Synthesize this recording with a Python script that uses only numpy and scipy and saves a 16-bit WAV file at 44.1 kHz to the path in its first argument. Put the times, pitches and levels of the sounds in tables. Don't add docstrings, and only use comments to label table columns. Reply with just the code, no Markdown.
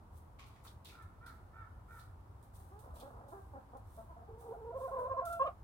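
import sys
import numpy as np
from scipy import signal
from scipy.fft import rfft, irfft
from scipy.io import wavfile
from scipy.ndimage import map_coordinates

SR = 44100
rng = np.random.default_rng(int(sys.argv[2]) if len(sys.argv) > 2 else 0)


def wav_record(signal):
    frames = np.transpose(np.atleast_2d(signal))
    bounded = np.clip(frames, -1, 1)
    quanta = np.round(bounded * 32767).astype(np.int16)
    wavfile.write(sys.argv[1], SR, quanta)


N = 248283
TIME = np.arange(N) / SR

# f/Hz, density/dB
HUM_SPECTRUM = [(15, -49.5), (30, -8), (48, 7), (68, 8.5), (100, 8), (130, -1.5), (180, -16), (300, -67.5)]
# f/Hz, density/dB
GARDEN_SPECTRUM = [(100, -8), (180, 0), (300, -4), (550, -8), (950, -3), (1300, -10), (1800, -21),
                   (2600, -28), (6500, -35), (9000, -33), (16000, -36)]
# f/Hz, correlation
STEREO_CORRELATION = [(60, 1), (130, .93), (290, 0.69), (640, 0.4), (1400, -0.1), (3000, -0.085),
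                      (16000, 0.17)]

# t/s, swell/s, t60/s, level/dB
CHIP_RUSTLES = [(.11, 0.067, .33, -70.5), (0.631, 0.022, 0.3, -61), (1.86, .14, 0.38, -66),
                (2.53, 0.024, 0.76, -65), (2.936, 0.022, 0.64, -63.5), (3.83, 0.14, 0.54, -68.5),
                (4.375, 0.033, 0.69, -67.5), (4.738, 0.088, 0.87, -66.5)]
# t/s, level/dB, resonance/Hz, t60/s
CHIP_SCRAPES = [(0.385, -62, 1150, 1), (.386, -60.5, 2250, 0.44), (0.394, -76, 3060, 0.76),
                (.554, -72.5, 1880, 0.44), (0.647, -58.5, 1220, 0.28), (0.667, -60, 3550, 0.16),
                (0.845, -59, 3570, 0.41), (0.886, -62.5, 2480, 0.37), (1.258, -66.5, 4120, 0.32),
                (1.99, -69.5, 4060, 0.29), (2.952, -75, 3500, 0.44), (2.996, -65.5, 3500, 0.18)]
# t/s, level/dB, t60/s
CHIP_SNAPS = [(0.463, -72, 0.4), (.846, -62, 0.52), (1.022, -69, 0.15), (1.261, -64.5, 0.41),
              (2.427, -70.5, 0.3), (2.791, -66, .49), (2.999, -60, 0.15), (3.282, -69.5, 1),
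              (3.769, -69, .14), (4.988, -69, 0.43), (5.252, -55, 0.5), (5.326, -54.5, 0.14)]
# f/Hz, density/dB
CRISP_SPECTRUM = [(1500, 2), (3000, -39), (4000, -6.5), (6000, 1.5), (7400, 2), (8500, 9), (11000, 6),
                  (14000, 5), (16000, 4)]
# t/s, f/Hz, peak/dB
LOW_BUMPS = [(0.135, 76, -46), (1.023, 88.5, -43), (2.904, 66, -44), (5.088, 92, -44.5)]

# t/s, length/s, top pitch/Hz, level/dB
CROW_CAWS = [(0.916, 0.13, 459.5, -62), (1.22, 0.1, 468.4, -58.5), (1.539, .11, 459.3, -58),
             (1.89, 0.11, 463, -59)]
# f/Hz, gain/dB
CROW_TRACT = [(450, -24), (950, -16.5), (1400, -1), (1850, -17), (2250, -20.5), (2900, -41), (4000, -30)]
# f/Hz, t60/s
ECHO_DECAY = [(300, 0.15), (1400, 0.54), (4000, 0.26)]
# t/s, length/s, start pitch/Hz, end pitch/Hz, level/dB, mouth resonance/Hz
HEN_CLUCKS = [(2.582, 0.062, 394, 381, -66.5, 780), (2.715, 0.092, 382, 437, -61, 445),
              (2.828, 0.26, 254, 304, -61.5, 1090), (3.014, 0.078, 252.8, 281, -53.5, 640),
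              (3.101, 0.15, 258.6, 241.4, -60.5, 1270), (3.169, 0.15, 243.8, 298.7, -59.5, 750),
              (3.323, 0.013, 328, 350, -48.5, 1160), (3.332, 0.065, 404.5, 382.5, -53, 420),
              (3.536, 0.058, 272.8, 252, -52, 740), (3.731, 0.039, 249.3, 261.2, -51.5, 750),
              (3.974, 0.043, 230.3, 212, -52.5, 665), (4.093, 0.039, 340.6, 309, -58, 970),
              (4.161, 0.085, 219.9, 246.4, -59.5, 680), (4.278, 0.037, 408, 379, -61, 807),
              (4.411, 0.18, 392, 391, -59, 775), (4.898, 0.067, 424, 399, -58.5, 826),
              (4.973, 0.085, 682, 551, -49.5, 594)]
# f/Hz, gain/dB
HEN_TRACT = [(200, -3.5), (420, -5.5), (530, 3), (800, -0.5), (1000, -1.5), (1250, -7), (1700, -17),
             (3000, -86)]

# t/s, pitch/Hz, fundamental/dB, octave/dB
LOWER_REGISTER = [(4.28, 422, -55, -69), (4.42, 458.5, -60.5, -68.5), (4.525, 469.5, -43.5, -52.5),
                  (4.6, 453, -55.5, -63), (4.7, 471, -45, -51.5), (4.755, 520, -42, -49.5),
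                  (4.87, 513, -42.5, -45.5), (4.94, 538.7, -45, -43), (5.0, 485, -39.5, -40),
                  (5.03, 502, -40, -50.5), (5.06, 514.3, -41, -39), (5.2, 530.5, -43, -36.5),
                  (5.425, 536, -38.5, -29.5), (5.46, 606, -35, -36), (5.484, 564.5, -37.5, -36)]
# t/s, length/s, pitch/Hz, fundamental/dB
UPPER_REGISTER = [(4.533, .029, 676, -54), (4.721, .021, 664, -48.5), (4.784, .02, 683, -49.5),
                  (4.876, .036, 684, -46.5), (5.077, .02, 691, -50), (5.139, .028, 671, -45.5),
                  (5.216, .18, 692, -45.5), (5.44, .017, 662, -42.5), (5.482, .017, 730, -44.5)]
# f/Hz, level/dB re octave
CALL_OVERTONES = [(1300, -13.5), (1600, -26.5), (2050, -40), (2700, -26.5), (3500, -36), (4200, -75),
                  (6000, -73)]
# t/s, roughness (0-1)
CALL_ROUGHNESS = [(4.28, .85), (4.5, .55), (4.75, .4), (5.2, .32), (5.24, .24), (5.38, .22), (5.425, .2),
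                  (5.47, .6), (5.5, .6)]
# t/s, gain/dB
BEAK_OPENING = [(4.3, -6), (5.198, -17), (5.32, 1), (5.38, 5), (5.411, -7.5), (5.47, 6), (5.5, 15)]
# f/Hz, density/dB
RASP_SPECTRUM = [(400, 13.5), (700, 10), (1300, -13.5), (1700, -11), (2100, -19.5), (2600, -12),
                 (3500, -9.5), (4100, -53), (8000, -21)]


def from_db(db):
    return 10 ** (np.asarray(db) / 20)


def unit_rms(x):
    return x / np.sqrt(np.mean(x ** 2) + 1e-20)


def at_hz(table, hz):
    table_hz, values = np.transpose(table)
    return np.interp(np.log(np.maximum(hz, 1)), np.log(table_hz), values)


def in_time(table):
    times_s, *columns = np.transpose(table)
    return [np.interp(TIME, times_s, column) for column in columns]


def drift(rate_hz, size=N):
    knots = rng.standard_normal(int(size / SR * rate_hz * 2) + 3)
    return map_coordinates(knots, [np.arange(size) / SR * rate_hz * 2], order=3, mode="nearest")


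def noise(spectrum):
    hz = np.fft.rfftfreq(N, 1 / SR)
    alike = np.clip(at_hz(STEREO_CORRELATION, hz), -1, 1)
    mid, side = rfft(rng.standard_normal((2, N)))
    stereo = np.sqrt(1 + alike) * mid + np.sqrt(1 - alike) * side * [[1], [-1]]
    return unit_rms(irfft(stereo * from_db(at_hz(spectrum, hz)), N))


def bandpass(x, edges_hz, order):
    return signal.sosfilt(signal.butter(order, edges_hz, "band", fs=SR, output="sos"), x)


def burst(start_s, rise_s, t60_s):
    age_s = TIME - start_s
    return np.clip(age_s / rise_s, 0, 1) * from_db(-60 * np.clip((age_s - rise_s) / t60_s, 0, 2))


def gate(t, start_s, end_s, edge_s):
    inside_s = np.minimum(t - start_s, end_s - t)
    return np.sin(np.pi / 2 * np.clip(inside_s / edge_s + .5, 0, 1)) ** 2


def around(start_s, end_s, margin_s=.03):
    return np.arange(int((start_s - margin_s) * SR), min(N, int((end_s + margin_s) * SR)))


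def background(hum_db=-56.5, garden_db=-63.5):
    fade_in = np.minimum(TIME / .01, 1)
    hum = from_db(hum_db + .91 * drift(4.8)) * noise(HUM_SPECTRUM) * fade_in
    garden = from_db(garden_db + .3 * drift(2.18)) * noise(GARDEN_SPECTRUM)
    return hum + garden


def chips(body_db=-13, body_hz=3670, crack_db=-2, crack_t60_s=.013):
    white = noise([(500, 0), (16000, 0)])

    def wood(hz):
        return unit_rms(bandpass(white, hz * np.exp([-.099, .099]), order=1))

    snaps = [from_db(db) * (burst(t, .002, t60_s) + from_db(crack_db) * burst(t, 1 / SR, crack_t60_s))
             for t, db, t60_s in CHIP_SNAPS]
    rustles = [from_db(db) * burst(t, swell_s, t60_s) for t, swell_s, t60_s, db in CHIP_RUSTLES]
    envelope = np.sqrt(sum(level ** 2 for level in snaps + rustles))
    scrapes = sum(from_db(db) * burst(t, .009, t60_s) * wood(hz) for t, db, hz, t60_s in CHIP_SCRAPES)
    grains = unit_rms(from_db(.5 * drift(200) + 3 * drift(1800)))
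    crunch = noise(CRISP_SPECTRUM) + from_db(body_db) * wood(body_hz)
    return grains * (envelope * crunch + scrapes)


def bumps(length_s=.061):
    out = np.zeros(N)
    for start_s, hz, db in LOW_BUMPS:
        age_s = TIME - start_s
        window = np.sin(np.pi * np.clip(age_s / length_s, 0, 1)) ** 2
        out += from_db(db) * np.sin(2 * np.pi * hz * age_s) * window
    return out


def syrinx(pitch_hz, harmonics_db, jitter, shimmer, flutter_hz):
    size = len(pitch_hz)
    unsteady_hz = pitch_hz * (1 + jitter * drift(flutter_hz, size))
    phase = 2 * np.pi * np.cumsum(unsteady_hz) / SR + rng.uniform(0, 2 * np.pi)
    shared = drift(flutter_hz, size)
    voice = np.zeros(size)
    for k, db in enumerate(harmonics_db, 1):
        flutter = 1 + shimmer * (shared + drift(flutter_hz, size))
        voice += from_db(db) * flutter * np.sin(k * phase)
    return np.sqrt(2) * voice


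def crow(sag=.061):
    out = np.zeros(N)
    for start_s, length_s, top_hz, db in CROW_CAWS:
        end_s = start_s + length_s
        at = around(start_s, end_s)
        progress = (TIME[at] - start_s) / length_s
        pitch_hz = top_hz * (1 - sag * (2 * progress - .75) ** 2)
        harmonics_db = [at_hz(CROW_TRACT, k * pitch_hz) for k in range(1, 9)]
        voice = syrinx(pitch_hz, harmonics_db, jitter=.027, shimmer=.45, flutter_hz=140)
        out[at] += from_db(db) * unit_rms(voice) * gate(TIME[at], start_s, end_s, edge_s=.06)
    return out


def yard(x, wet_db, right_lag_s, left_bias_db, t60_scale):
    t = TIME[:SR // 2]
    edges_hz = np.geomspace(150, 9600, 7)
    tail = 0
    for low_hz, high_hz in zip(edges_hz, edges_hz[1:]):
        band = bandpass(rng.standard_normal((2, len(t))), [low_hz, high_hz], order=2)
        t60_s = t60_scale * at_hz(ECHO_DECAY, np.sqrt(low_hz * high_hz))
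        tail = tail + band * from_db(-60 * t / t60_s)
    tail = unit_rms(tail * (t > .006))
    tail *= np.sqrt(2 * edges_hz[-1] / SR / len(t))
    tail = tail + .06 * tail[::-1]
    echoes = signal.fftconvolve(x[None], tail, axes=1)[:, :N]
    direct = np.array([x, np.interp(TIME - right_lag_s, TIME, x)])
    return (direct + from_db(wet_db) * echoes) * from_db([[left_bias_db / 2], [-left_bias_db / 2]])


def clucks(mouth_db=6, mouth_width_hz=130, fade_db=-4, typical_hz=268.6, typical_s=.07):
    out = np.zeros(N)
    for start_s, length_s, start_hz, end_hz, db, mouth_hz in HEN_CLUCKS:
        end_s = start_s + length_s
        at = around(start_s, end_s)
        progress = np.clip((TIME[at] - start_s) / length_s, 0, 1)
        pitch_hz = start_hz + (end_hz - start_hz) * progress
        lowness = min(1, typical_hz / pitch_hz.mean())
        rough = min(1, .5 * lowness ** 2.23 * (length_s / typical_s) ** .57)
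        harmonics_hz = np.outer(np.arange(1, 11), pitch_hz)
        resonance_db = mouth_db / (1 + ((harmonics_hz - mouth_hz) / mouth_width_hz) ** 2)
        harmonics_db = at_hz(HEN_TRACT, harmonics_hz) + resonance_db
        voice = syrinx(pitch_hz, harmonics_db, jitter=.1 * rough, shimmer=.85 * rough, flutter_hz=90)
        level = from_db(db + fade_db * (progress - .5))
        out[at] += level * unit_rms(voice) * gate(TIME[at], start_s, end_s, edge_s=.009)
    return out


def long_call(rasp_db=-12.5, break_db=-6, recovery_s=.009, bloom_db_per_s=400, sag_hz_per_s2=600):
    out = np.zeros(N)
    air = noise(RASP_SPECTRUM)[0]
    lower_hz, lower_db, lower_octave_db = in_time(LOWER_REGISTER)
    rough, = in_time(CALL_ROUGHNESS)
    beak_db, = in_time(BEAK_OPENING)
    waver = 1 + .04 * rough * drift(14)

    def note(at, start_s, end_s, pitch_hz, fundamental_db, octave_db):
        overtones_db = [octave_db + at_hz(CALL_OVERTONES, k * pitch_hz) + beak_db[at] * (k > 3)
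                        for k in range(3, 9)]
        voice = syrinx(pitch_hz * waver[at], [fundamental_db, octave_db, *overtones_db],
                       jitter=.077 * rough[at], shimmer=.41 * rough[at], flutter_hz=79.8)
        rasp = from_db(rasp_db) * rough[at] * np.maximum(voice, 0) * air[at]
        return (voice + rasp) * gate(TIME[at], start_s, end_s, edge_s=.0065)

    start_s = LOWER_REGISTER[0][0]
    for flip_s, length_s, upper_hz, upper_db in UPPER_REGISTER:
        at = around(start_s, flip_s)
        inside_s = np.maximum(np.minimum(TIME[at] - start_s, flip_s - TIME[at]), 0)
        dip_db = break_db * np.exp(-inside_s / recovery_s)
        out[at] += note(at, start_s, flip_s, lower_hz[at],
                        lower_db[at] + dip_db, lower_octave_db[at] + dip_db)
        end_s = flip_s + length_s
        at = around(flip_s, end_s)
        held_s = np.clip(TIME[at] - flip_s, 0, length_s)
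        pitch_hz = upper_hz - sag_hz_per_s2 * held_s ** 2
        bloom_db = np.minimum(-19 + bloom_db_per_s * np.minimum(held_s, length_s - held_s), -.5)
        out[at] += note(at, flip_s, end_s, pitch_hz, upper_db, upper_db + bloom_db)
        start_s = end_s
    return out


def scene():
    birds = yard(long_call(), wet_db=-7, right_lag_s=.00017, left_bias_db=-2, t60_scale=.31)
    birds += yard(clucks(), wet_db=-5.5, right_lag_s=.00027, left_bias_db=-1.5, t60_scale=.88)
    birds += yard(crow(), wet_db=-3, right_lag_s=.0001, left_bias_db=-2.5, t60_scale=1.2)
    return birds + chips() + bumps() + background()


def record(dry):
    return signal.sosfilt(signal.ellip(10, .1, 70, 15900, fs=SR, output="sos"), dry)


dry = scene()
out = record(dry)
wav_record(out)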